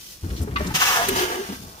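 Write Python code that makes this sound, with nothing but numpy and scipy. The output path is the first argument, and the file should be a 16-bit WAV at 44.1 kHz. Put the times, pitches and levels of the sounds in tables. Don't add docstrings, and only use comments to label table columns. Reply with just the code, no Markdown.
import sys
import numpy as np
from scipy import signal
from scipy.fft import rfft, irfft
from scipy.io import wavfile

SR = 44100
rng = np.random.default_rng(int(sys.argv[2]) if len(sys.argv) > 2 else 0)


def store_wav(level_fs):
    pcm = np.round(np.clip(np.atleast_2d(level_fs), -1, 1) * 32767)
    wavfile.write(sys.argv[1], SR, pcm.T.astype(np.int16))


N = 79380
T = np.arange(N) / SR

# f/Hz, level/dB
BED_EQ = [(30, -14), (66, 0), (100, -10), (800, -25), (15200, -33)]
# t/s, level/dB
SLURRY_FADER = [(.13, -40.5), (.19, -47.5), (.39, -43), (.46, -51.5), (.55, -51), (.6, -40.5),
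                (1.55, -41.5), (1.8, -46)]
# f/Hz, level/dB
SLURRY_EQ = [(400, -18), (1500, -13.5), (3000, -7), (5800, -2.5), (7700, -9.5), (9000, -8.5)]
# t/s, level/dB
CHURN_FADER = [(.215, -58), (.24, -35), (.7, -31.5), (.8, -42), (.95, -45), (1.15, -31), (1.38, -56),
               (1.65, -39), (1.78, -57)]
# f/Hz, level/dB
SPLAT_EQ = [(65, 6), (180, 4.5), (420, -5), (540, -15.5), (1400, -20), (4000, -36.5)]
# t/s, level/dB, pitch/Hz
CLOD_CUES = [(0.228, -25.5, 90.5), (0.3, -26.5, 64), (0.398, -22.5, 79), (.472, -31, 419),
             (0.516, -27, 66.7), (0.599, -27, 410), (.602, -29, 607), (0.593, -27, 71), (0.654, -25, 179.3),
             (0.669, -36, 91), (.704, -30, 865), (0.738, -31, 160), (1.117, -30.5, 246),
             (1.386, -37.5, 230), (1.488, -29.5, 201), (1.516, -34.5, 254)]
# t/s, level/dB, length/s, f/Hz
GRIT_CUES = [(0.299, -41, 0.009, 2580), (0.361, -42, 0.032, 4170), (0.413, -39.5, 0.02, 9900),
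             (0.509, -44.5, .008, 2280), (0.578, -37.5, 0.15, 1760), (0.665, -31.5, 0.0093, 5170),
             (0.748, -31, 0.021, 5940), (1.083, -19.5, 0.0071, 12400), (1.084, -22, 0.0063, 2680),
             (1.313, -35, 0.012, 2180), (1.326, -52.5, 0.22, 2900), (1.624, -48.5, 0.25, 910)]
# f/Hz, level/dB, t60/s
BLADE_MODES = [(975, -8, .07), (1140, 7, .07), (1590, -9, .06), (1833, -8, .06), (2070, -2, .04),
               (2502, -9, .05), (2853, -9, .05)]
# t/s, level/dB, length/s, low edge/Hz, high edge/Hz
KNOCK_CUES = [(0.5587, -21, 0.014, 830, 4300), (0.816, -13, 0.0095, 724, 1500)]
# t/s, grit level/dB, rattle level/dB
PUSH_FADERS = [(0.738, -31, -32), (0.749, -20.5, -25.5), (0.763, -18, -27.5), (0.784, -25, -31),
               (0.8, -22.5, -38), (0.812, -16, -24.5), (0.845, -21.5, -29), (0.888, -18, -22.5),
               (1.012, -26, -21), (1.062, -27.5, -30.5), (1.149, -30, -30.5), (1.163, -23, -29.5),
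               (1.226, -23.5, -24), (1.27, -31.5, -30), (1.32, -34.5, -28.5), (1.41, -40, -37.5),
               (1.557, -41.5, -40.5)]
# f/Hz, level/dB
GRIT_EMPTY_EQ = [(1400, -5.5), (2000, 2), (3200, 1.5), (4200, -5), (6300, 0), (7500, -10), (10000, -12.5),
                 (15200, -8)]
GRIT_FULL_EQ = [(1400, -19.5), (2000, -0.5), (2450, -7), (3000, 3.5), (3800, -5), (6700, -4.5), (7450, -16),
                (8700, -8.5), (10500, -13), (15200, -10)]
RATTLE_EMPTY_EQ = [(550, -9), (730, 0.5), (1200, 1.5), (1650, 2), (2600, -19.5)]
RATTLE_FULL_EQ = [(200, -10), (500, -5.5), (680, -2.5), (1800, -4), (2300, -12.5), (4000, -27.5)]
# t/s, f/Hz, level/dB
HOLLOW_GLIDE = [(.745, 1396, -41), (.9, 1128, -29), (.96, 1049, -37), (1.09, 991, -46), (1.19, 935, -30.5),
                (1.33, 870, -48)]
# t/s, f/Hz, level/dB
BLADE_GLIDE = [(.95, 690, -40), (1.012, 712, -23), (1.05, 715, -38), (1.074, 420, -44), (1.087, 390, -22.5),
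               (1.148, 382, -33), (1.2, 385, -28), (1.23, 366, -22.5), (1.258, 380, -34), (1.36, 362, -33),
               (1.412, 398, -28.5), (1.44, 382, -39)]
# delay/s (at t = 1 s), gain
BOUNCE_TAPS = [(.0009, -0.15), (.0023, 0.33), (.0041, 0.59)]
# t/s, lag/s
SWING_LAG = [(.6, 0.00029), (.88, .00016), (1.15, .00034)]

GRAINS_DECORRELATE_HZ = 1840
CLOD_RISE_S, CLOD_THUD_DB, CLOD_SPLAT_DB = 0.016, 2, -7.5
CONTACT_DB, KNOCK_RING_DB, KNOCK_CRUNCH_DB = 33, -.5, -5.5
FILL_START_S, FILL_END_S = 0.93, 1.2
JUDDER_HZ, JUDDER_DB, SCRAPE_RING_DB = 56.7, 1.21, -14
PATH_GROWTH_PER_S, YARD_T60_S, YARD_DB = .16, .4, -12
BED_DB, CUTOFF_HZ = -52, 15500


def from_db(db):
    return 10 ** (np.asarray(db) / 20)


def unit_rms(x):
    return x / np.sqrt(np.mean(x ** 2) + 1e-20)


def automation(rows):
    times, *columns = np.transpose(rows)
    return [np.interp(T, times, column) for column in columns]


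def gate(start, end, release_s):
    return np.clip((T - start) / 0.0028, 0, 1) * np.exp(-np.maximum(T - end, 0) / release_s)


def equalise(x, curve):
    hz, db = np.transpose(curve)
    f = np.arange(N // 2 + 1) * SR / N + 1e-3
    gain = from_db(np.interp(np.log(f), np.log(hz), db)) / np.sqrt(1 + (0.61 * hz[0] / f) ** 4)
    return unit_rms(irfft(rfft(x) * gain, N))


def band(x, low_hz, high_hz):
    sos = signal.butter(2, [low_hz, min(high_hz, .45 * SR)], "band", fs=SR, output="sos")
    return signal.sosfilt(sos, x)


def delayed(x, lag_s):
    return np.interp(T - np.round(lag_s * SR) / SR, T, x, left=0)


def drift(rate_hz):
    pole = np.exp(-2 * np.pi * rate_hz / SR)
    return unit_rms(signal.lfilter([1], [1, -2 * pole, pole * pole], rng.standard_normal(2 * N))[N:])


def grains(per_s, spread_db):
    sizes = from_db(spread_db * np.minimum(rng.exponential(1, (3, N)), 4)) * rng.choice([-1, 1], (3, N))
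    clicks = rfft(sizes * (rng.random((3, N)) < per_s / SR))
    width = 1j * np.arange(N // 2 + 1) * SR / N / GRAINS_DECORRELATE_HZ
    return unit_rms(irfft((clicks[0] + width * clicks[1:]) / (1 + width), N))


def background_bed():
    noise = rng.standard_normal(N) + 0.32 * rng.standard_normal((2, N))
    return from_db(BED_DB) * equalise(noise, BED_EQ)


def slurry():
    return from_db(automation(SLURRY_FADER)[0]) * equalise(grains(per_s=14000, spread_db=8.5), SLURRY_EQ)


def churn():
    return from_db(automation(CHURN_FADER)[0]) * equalise(grains(per_s=790, spread_db=2.5), SPLAT_EQ)


def clods():
    out, wet = 0, equalise(grains(per_s=2500, spread_db=1.5), SPLAT_EQ)
    for start, db, hz in CLOD_CUES:
        age = np.maximum(T - start, 0)
        rise = CLOD_RISE_S * (100 / hz) ** 0.55
        envelope = age / rise * np.exp(1 - age / rise)
        thud = from_db(CLOD_THUD_DB) * np.sin(2 * np.pi * hz * age)
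        splat = from_db(CLOD_SPLAT_DB) * unit_rms(band(wet, 1.29 * hz, 3500))
        out += from_db(db) * envelope * (thud + splat)
    return out


def grit_bursts():
    out, grit = 0, grains(per_s=2600, spread_db=1.5)
    for start, db, length, hz in GRIT_CUES:
        envelope = gate(start, start + length, release_s=0.0051)
        out += from_db(db) * envelope * unit_rms(band(grit, hz / 2, hz * 1.39))
    return out


def blade_ring(force):
    out = 0
    for k, (hz, db, t60) in enumerate(BLADE_MODES):
        decay, angle = from_db(-60 / (t60 * SR)), 2 * np.pi * hz / SR
        feedback = [1, -2 * decay * np.cos(angle), decay * decay]
        out += (-1) ** k * from_db(db) * signal.lfilter([0, np.sin(angle)], feedback, force + 1e-18)
    return unit_rms(out)


def knocks():
    out = 0
    for start, db, length, low_hz, high_hz in KNOCK_CUES:
        stones = band(grains(per_s=3100, spread_db=-1.0), low_hz, high_hz)
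        crunch = unit_rms(band(stones, low_hz, high_hz)) * gate(start, start + length, release_s=0.0037)
        contact = from_db(CONTACT_DB) * (np.arange(N) == int(start * SR))
        ring = blade_ring(contact + crunch) * np.std(crunch)
        out += from_db(db) * (from_db(KNOCK_CRUNCH_DB) * crunch + from_db(KNOCK_RING_DB) * ring)
    return out


def scrape():
    grit_db, rattle_db = automation(PUSH_FADERS)
    fill = np.clip((T - FILL_START_S) / (FILL_END_S - FILL_START_S), 0, 1)
    sand, gravel = grains(per_s=8900, spread_db=2.5), grains(per_s=1200, spread_db=1.5)
    grit = (1 - fill) * equalise(sand, GRIT_EMPTY_EQ) + fill * equalise(sand, GRIT_FULL_EQ)
    rattle = (1 - fill) * equalise(gravel, RATTLE_EMPTY_EQ) + fill * equalise(gravel, RATTLE_FULL_EQ)
    rattle += from_db(SCRAPE_RING_DB) * blade_ring(sand)
    stroke = gate(PUSH_FADERS[0][0], PUSH_FADERS[-1][0], release_s=0.032)
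    judder = from_db(JUDDER_DB * drift(JUDDER_HZ))
    return stroke * judder * (from_db(grit_db) * grit + from_db(rattle_db) * rattle)


def groan(glide, width_hz):
    hz, db = automation(glide)
    wobble = drift(width_hz) + 1j * drift(width_hz)
    wobble /= (np.abs(wobble) + 0.15) ** .7
    tone = np.real(wobble * np.exp(2j * np.pi * np.cumsum(hz) / SR))
    return unit_rms(tone) * from_db(db) * gate(glide[0][0], glide[-1][0], release_s=0.065)


def close_bounces(x):
    stretch = np.exp(PATH_GROWTH_PER_S * (T - 1))
    echoes = 0
    for delay_s, gain in BOUNCE_TAPS:
        echoes += gain * np.array([delayed(side, delay_s * stretch) for side in x])
    return (x + echoes) / np.sqrt(1 + sum(gain ** 2 for _, gain in BOUNCE_TAPS))


def yard(x, left_db):
    scatter = rng.standard_normal((2, N)) * gate(0.0035, .005, release_s=YARD_T60_S / np.log(1000))
    scatter /= np.sqrt(np.sum(scatter ** 2, axis=1, keepdims=True))
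    tail = signal.fftconvolve(scatter, band(x, 367, 9100), axes=1)[:, :N]
    direct = np.array([x[0], delayed(x[1], automation(SWING_LAG)[0])])
    pan = from_db([[left_db / 2], [-left_db / 2]])
    return pan * direct + from_db(YARD_DB) * tail


def scene():
    friction = close_bounces(scrape() + grit_bursts() + slurry())
    groans = groan(BLADE_GLIDE, width_hz=24) + groan(HOLLOW_GLIDE, width_hz=40)
    shovelling = yard(friction + groans + knocks(), left_db=0.15)
    lumps = yard(clods() + churn(), left_db=1.9)
    return shovelling + lumps + background_bed()


def record(dry):
    return signal.sosfilt(signal.ellip(12, .1, 90, CUTOFF_HZ, fs=SR, output="sos"), dry)


dry = scene()
out = record(dry)
store_wav(out)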